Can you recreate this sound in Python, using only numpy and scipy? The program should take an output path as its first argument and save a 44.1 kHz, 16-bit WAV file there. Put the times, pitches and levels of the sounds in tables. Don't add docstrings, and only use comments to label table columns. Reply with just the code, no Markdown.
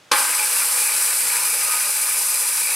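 import sys
import numpy as np
from scipy import signal
from scipy.fft import rfft, irfft
from scipy.io import wavfile

SR = 44100
rng = np.random.default_rng(int(sys.argv[2]) if len(sys.argv) > 2 else 0)


def transcribe(u):
    v = np.clip(np.atleast_2d(u).T, -1, 1)
    q = np.round(v * 32767).astype(np.int16)
    wavfile.write(sys.argv[1], SR, q)


N = 121275
TIME = np.arange(N) / SR
HZ = np.fft.rfftfreq(N, 1 / SR)
ON_S = 0.113
MAINS_HZ, TEETH = 60, 24


def amp(db):
    return 10 ** (np.asarray(db) / 20)


def unit(x):
    return x / np.sqrt(np.mean(x ** 2) + 1e-20)


def curve(rows):
    return np.interp(TIME, *np.transpose(rows))


def by_pitch(points):
    hz, db = np.transpose(points)
    return np.interp(np.log(HZ + 1), np.log(hz), db)


def slow(hz):
    smoothing = (HZ > 1) / (1 + (HZ / hz) ** 4)
    return unit(irfft(rfft(rng.standard_normal(N)) * smoothing, N))


def switched(rise_s):
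    return np.clip((TIME - ON_S) / rise_s, 0, 1)


def mains(depth):
    return 1 + depth * np.cos(4 * np.pi * MAINS_HZ * (TIME - ON_S))


def each_turn(turns, size=700):
    pattern = rng.standard_normal(size)
    return unit(np.interp(turns % 1, np.arange(size) / size, pattern, period=1))


def grit(per_s, spread_db):
    size = amp(spread_db * np.minimum(rng.exponential(1, N), 4))
    hits = rng.random(N) < per_s / SR
    return unit(size * rng.standard_normal(N) * hits)


def resonate(x, hz, width):
    turn = np.exp(2j * np.pi * np.cumsum(hz) / SR)
    r = np.exp(-np.pi * width / SR)
    smooth = signal.lfilter([(1 - r) ** 2], [1, -2 * r, r * r], x / turn)
    return unit((turn * smooth).real)


# (frequency [Hz], width [Hz], lift [dB])
BODY_RESONANCES = [(246.5, 27, 8.5), (353.8, 34, 10), (381, 27, -11), (494.7, 122, 5), (829, 57, 5.5),
                   (1522, 26, 5.5), (4110, 60, 9), (4330, 180, -4.5), (4850, 1170, 6.5), (6060, 106, 7),
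                   (10540, 170, 4.5), (13350, 300, 0.5)]


def colour(x, points, body=1):
    db = by_pitch(points)
    for hz, width, lift in BODY_RESONANCES:
        db = db + body * lift / (1 + (2 * (HZ - hz) / width) ** 2)
    fold = irfft(np.log(amp(db)), N)
    fold[1:N // 2] *= 2
    fold[N // 2:] = 0
    response = irfft(np.exp(rfft(fold)), N)[:4096]
    return unit(signal.fftconvolve(x, response)[:N])


# (time [s], speed [turns per second])
BLADE_SPEED = [(.112, 5), (.3, 42), (.58, 57.5), (1.05, 64.4), (1.45, 57.6), (2.75, 53.9)]


def blade_turns():
    return np.cumsum(curve(BLADE_SPEED) * (1 + 0.00212 * slow(hz=21.9))) / SR


# (time [s], level [dB], time to fade by 60 dB [s])
GEAR_KNOCKS = [(0.1181, -10.5, 0.025), (0.124, -27, 0.014), (0.135, -24, 0.018)]
# (frequency [Hz], level [dB per Hz])
CLANK_SPECTRUM = [(50, -22), (400, -3), (1500, -2), (6400, 7.5), (11000, -3), (16000, -36)]
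KNOCK_RISE_S = 0.0014


def knocks():
    level = 0
    for s, db, t60 in GEAR_KNOCKS:
        rise = np.clip(1 + (TIME - s) / KNOCK_RISE_S, 0, 1)
        level = level + rise * amp(db - 60 * np.maximum(TIME - s, 0) / t60)
    return level * colour(rng.standard_normal(N), CLANK_SPECTRUM)


# (frequency [Hz], level [dB per Hz])
GROWL_SPECTRUM = [(40, -33), (150, -28), (300, -11.5), (750, -4), (1100, 8.5), (3000, 1), (6000, -16.5),
                  (16000, -46)]
INRUSH_DB, INRUSH_RISE_S, INRUSH_HOLD_S, INRUSH_T60 = -17, 0.0053, 0.017, 0.073
SPIN_DB, SPIN_T60 = -19, 0.63


def growl():
    age = np.maximum(TIME - ON_S, 0)
    inrush = amp(INRUSH_DB - 60 * np.maximum(age - INRUSH_HOLD_S, 0) / INRUSH_T60)
    spin = amp(SPIN_DB - 60 * age / SPIN_T60)
    noise = colour(rng.standard_normal(N), GROWL_SPECTRUM, body=1.46)
    rough = noise * mains(depth=0.047) * amp(1.5 * slow(hz=245))
    return switched(INRUSH_RISE_S) * np.hypot(inrush, spin) * rough


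# (frequency [Hz], level [dB], time to fade by 60 dB [s])
HOUSING_MODES = [(506, -23.5, 0.089), (847, -27, 0.31), (1064, -25, 0.29), (1565, -29.5, 0.77)]
RING_WAVER_RAD = 0.4


def housing():
    age = np.maximum(TIME - ON_S, 0)
    ring = 0
    for hz, db, t60 in HOUSING_MODES:
        level = amp(db - 60 * age / t60 + 1.07 * slow(hz=40))
        phase = 2 * np.pi * (hz * TIME + rng.random()) + RING_WAVER_RAD * slow(hz=29.7)
        ring = ring + level * np.sin(phase)
    return 2 * ring * switched(0.01)


# (frequency [Hz], level [dB per Hz])
HISS_SPECTRUM = [(300, -69), (2000, -30), (3400, -17.5), (6800, -11), (8000, -1.5), (9900, 1),
                 (10800, -3.5), (12100, -4.5), (13700, -11.5), (15700, -20)]
# (time [s], level [dB])
HISS_LEVEL = [(.113, -27), (.145, -21.5), (.19, -17), (.23, -21.5), (.72, -19.5), (1.28, -20), (1.4, -22),
              (1.47, -20.6), (2.75, -21)]


def hiss(turns):
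    rush = rng.standard_normal(N) + 0.53 * each_turn(turns)
    flutter = amp(0.68 * slow(hz=28.3) + 0.63 * slow(hz=295))
    drive = rush * mains(depth=0.026) * flutter
    return colour(drive, HISS_SPECTRUM) * switched(0.002) * amp(curve(HISS_LEVEL))


CLUMP_DB = 1.5


def clumped(x, count=9):
    place = by_pitch([(700, 0), (7000, count - 1)])
    spectrum = rfft(x)
    total = 0
    for k in range(count):
        band = irfft(spectrum * np.maximum(1 - abs(place - k), 0), N)
        total = total + band * amp(CLUMP_DB * slow(hz=21.7))
    return unit(total)


# (frequency [Hz], level [dB per Hz])
RASP_SPECTRUM = [(60, -68), (150, -29.5), (300, -18), (400, -16.5), (500, -8.5), (730, -10.5), (1120, -1),
                 (2000, -.5), (2750, -1.5), (3200, -8), (9000, -10), (16000, -24)]
# (time [s], level [dB])
RASP_LEVEL = [(.3, -32), (.7, -32.5), (1.2, -33.5), (1.35, -31.5), (1.52, -33.5), (1.72, -32.5),
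              (2.0, -34.5), (2.5, -35.5), (2.75, -35)]
# (multiple of blade speed [-], level [dB])
WHINE_ORDERS = [(22, -14), (72, -13.5), (111, -38)]
CHIPS_DB, WHINE_WAVER_DB = -9.5, 2.5


def rasp(turns):
    teeth = 1 + 0.27 * np.cos(2 * np.pi * TEETH * turns)
    scrape = grit(per_s=9000, spread_db=2.5) * teeth
    chips = amp(CHIPS_DB) * grit(per_s=250, spread_db=0.5)
    drive = (scrape + chips + 0.48 * each_turn(turns)) * amp(0.27 * slow(hz=59.0))
    whine = 0
    for order, db in WHINE_ORDERS:
        level = amp(db + WHINE_WAVER_DB * slow(hz=4.1))
        whine = whine + level * np.sin(2 * np.pi * order * turns + 0.41 * slow(hz=25))
    rough = 1.33 * clumped(colour(drive, RASP_SPECTRUM)) * switched(0.022)
    return (rough + whine * switched(0.25) ** 2) * amp(curve(RASP_LEVEL))


# (time [s], level [dB])
RING_LEVEL = [(.2, -32.5), (.28, -39.5), (.45, -36), (.62, -31), (.7, -43), (.78, -34.5), (.92, -32.5),
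              (1.03, -38), (1.35, -33), (1.8, -34.5), (2.05, -35.5), (2.55, -36.5), (2.7, -30.5)]
# (time [s], level [dB])
RING_SURGES = [(.316, -36), (.391, -34), (.433, -32), (.89, -38)]
# (frequency [Hz], half the filter's width [Hz], level [dB])
BLADE_MODES = [(2300, 41, 4.5), (2440, 27, 4.5), (2535, 90, 4)]
SURGE_S, RUB_SHARPNESS = 0.012, 0.91


def blade(turns):
    level = amp(curve(RING_LEVEL))
    for s, db in RING_SURGES:
        level = level + amp(db) * np.exp(-((TIME - s) / SURGE_S) ** 2)
    rub = rng.standard_normal(N) * np.exp(RUB_SHARPNESS * np.cos(2 * np.pi * turns))
    ring = 0
    for hz, width, db in BLADE_MODES:
        centre = hz * (1 + 0.003 * slow(hz=8.1))
        ring = ring + amp(db) * resonate(rub, centre, 2 * width)
    return unit(ring) * switched(0.029) * level * 0.93


# (frequency [Hz], width [Hz], level [dB])
WOODY_MODES = [(824.6, 21, -8), (966.7, 74, 2), (1224.6, 51, -2.5), (1551, 29, -1)]
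# (time [s], level [dB])
WOODY_LEVEL = [(.2, -31.5), (.27, -34.5), (.32, -36.5), (1.22, -44), (1.35, -34), (1.52, -41), (1.7, -36.5),
               (1.92, -43)]
WOODY_DRIFT = 0.016


def woody_resonances():
    wood = 0
    for hz, width, db in WOODY_MODES:
        impacts = grit(per_s=1400, spread_db=3.5)
        centre = hz * (1 + WOODY_DRIFT * slow(hz=6.1))
        wood = wood + amp(db) * resonate(impacts, centre, width)
    return unit(wood) * switched(0.044) * amp(curve(WOODY_LEVEL))


SING_S, SING_LENGTH_S, SING_HZ, SING_DB = 1.715, 0.066, 1246, -34.5


def sing():
    swell = np.exp(-((TIME - SING_S) / SING_LENGTH_S) ** 2)
    tone = np.sin(2 * np.pi * SING_HZ * TIME + 0.16 * slow(hz=70))
    return amp(SING_DB) * swell * unit(tone * amp(1.2 * slow(hz=90)))


# (time [s], level [dB])
HUM_LEVEL = [(.3, -70), (.7, -88), (1.04, -81), (1.25, -64), (1.42, -60), (1.8, -68.5), (2.5, -74),
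             (2.75, -65)]
HUM_WAVER_RAD = 0.25


def hum():
    tone = np.sin(4 * np.pi * MAINS_HZ * TIME + HUM_WAVER_RAD * slow(hz=15))
    return unit(tone) * switched(0.01) * amp(curve(HUM_LEVEL))


# (frequency [Hz], level [dB])
REFLECTION_LEVEL = [(100, -23.5), (500, -2.5), (9500, -15), (13000, -7.5)]
ROOM_T60 = 0.079


def garage(x):
    t = TIME[:SR // 3]
    shape = (2, len(t))
    echoes = rng.standard_normal(shape) * (rng.random(shape) < 0.1)
    echoes = echoes * (t > 0.002) * amp(-60 * t / ROOM_T60)
    echoes = echoes / np.linalg.norm(echoes, axis=1, keepdims=True)
    sent = irfft(rfft(x) * amp(by_pitch(REFLECTION_LEVEL)), N)
    return signal.fftconvolve(sent[None], echoes, axes=1)[:, :N]


# (frequency [Hz], level [dB per Hz])
AIR_SPECTRUM = [(120, -2), (550, 0.5), (3000, -3), (8000, -11), (15000, -25)]
AIR_DB = -53
DRONE_HZ, DRONE_DB = 128, -70.5


def outdoors():
    left, right, both = [colour(rng.standard_normal(N), AIR_SPECTRUM, body=0) for _ in range(3)]
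    drone = amp(DRONE_DB) * np.sin(2 * np.pi * DRONE_HZ * TIME + 0.4 * slow(hz=8.6))
    return amp(AIR_DB) * (both + 0.55 * np.array([left, right])) + drone


LEFT_DB = 0.52


def scene():
    turns = blade_turns()
    saw = knocks() + growl() + housing() + hiss(turns) + rasp(turns)
    saw = saw + blade(turns) + woody_resonances() + sing() + hum()
    balance = amp([[LEFT_DB / 2], [-LEFT_DB / 2]])
    return (saw + garage(saw) * switched(0.002)) * balance + outdoors()


CEILING, EDGE_HZ = 0.88, 15820


def record(dry):
    held = dry / (1 + (dry / CEILING) ** 6) ** (1 / 6)
    held = signal.sosfilt(signal.butter(2, 85, "high", fs=SR, output="sos"), held)
    lowpass = signal.firwin(511, EDGE_HZ, window=("kaiser", 9), fs=SR)
    return signal.oaconvolve(held, lowpass[None], "same")


dry = scene()
out = record(dry)
transcribe(out)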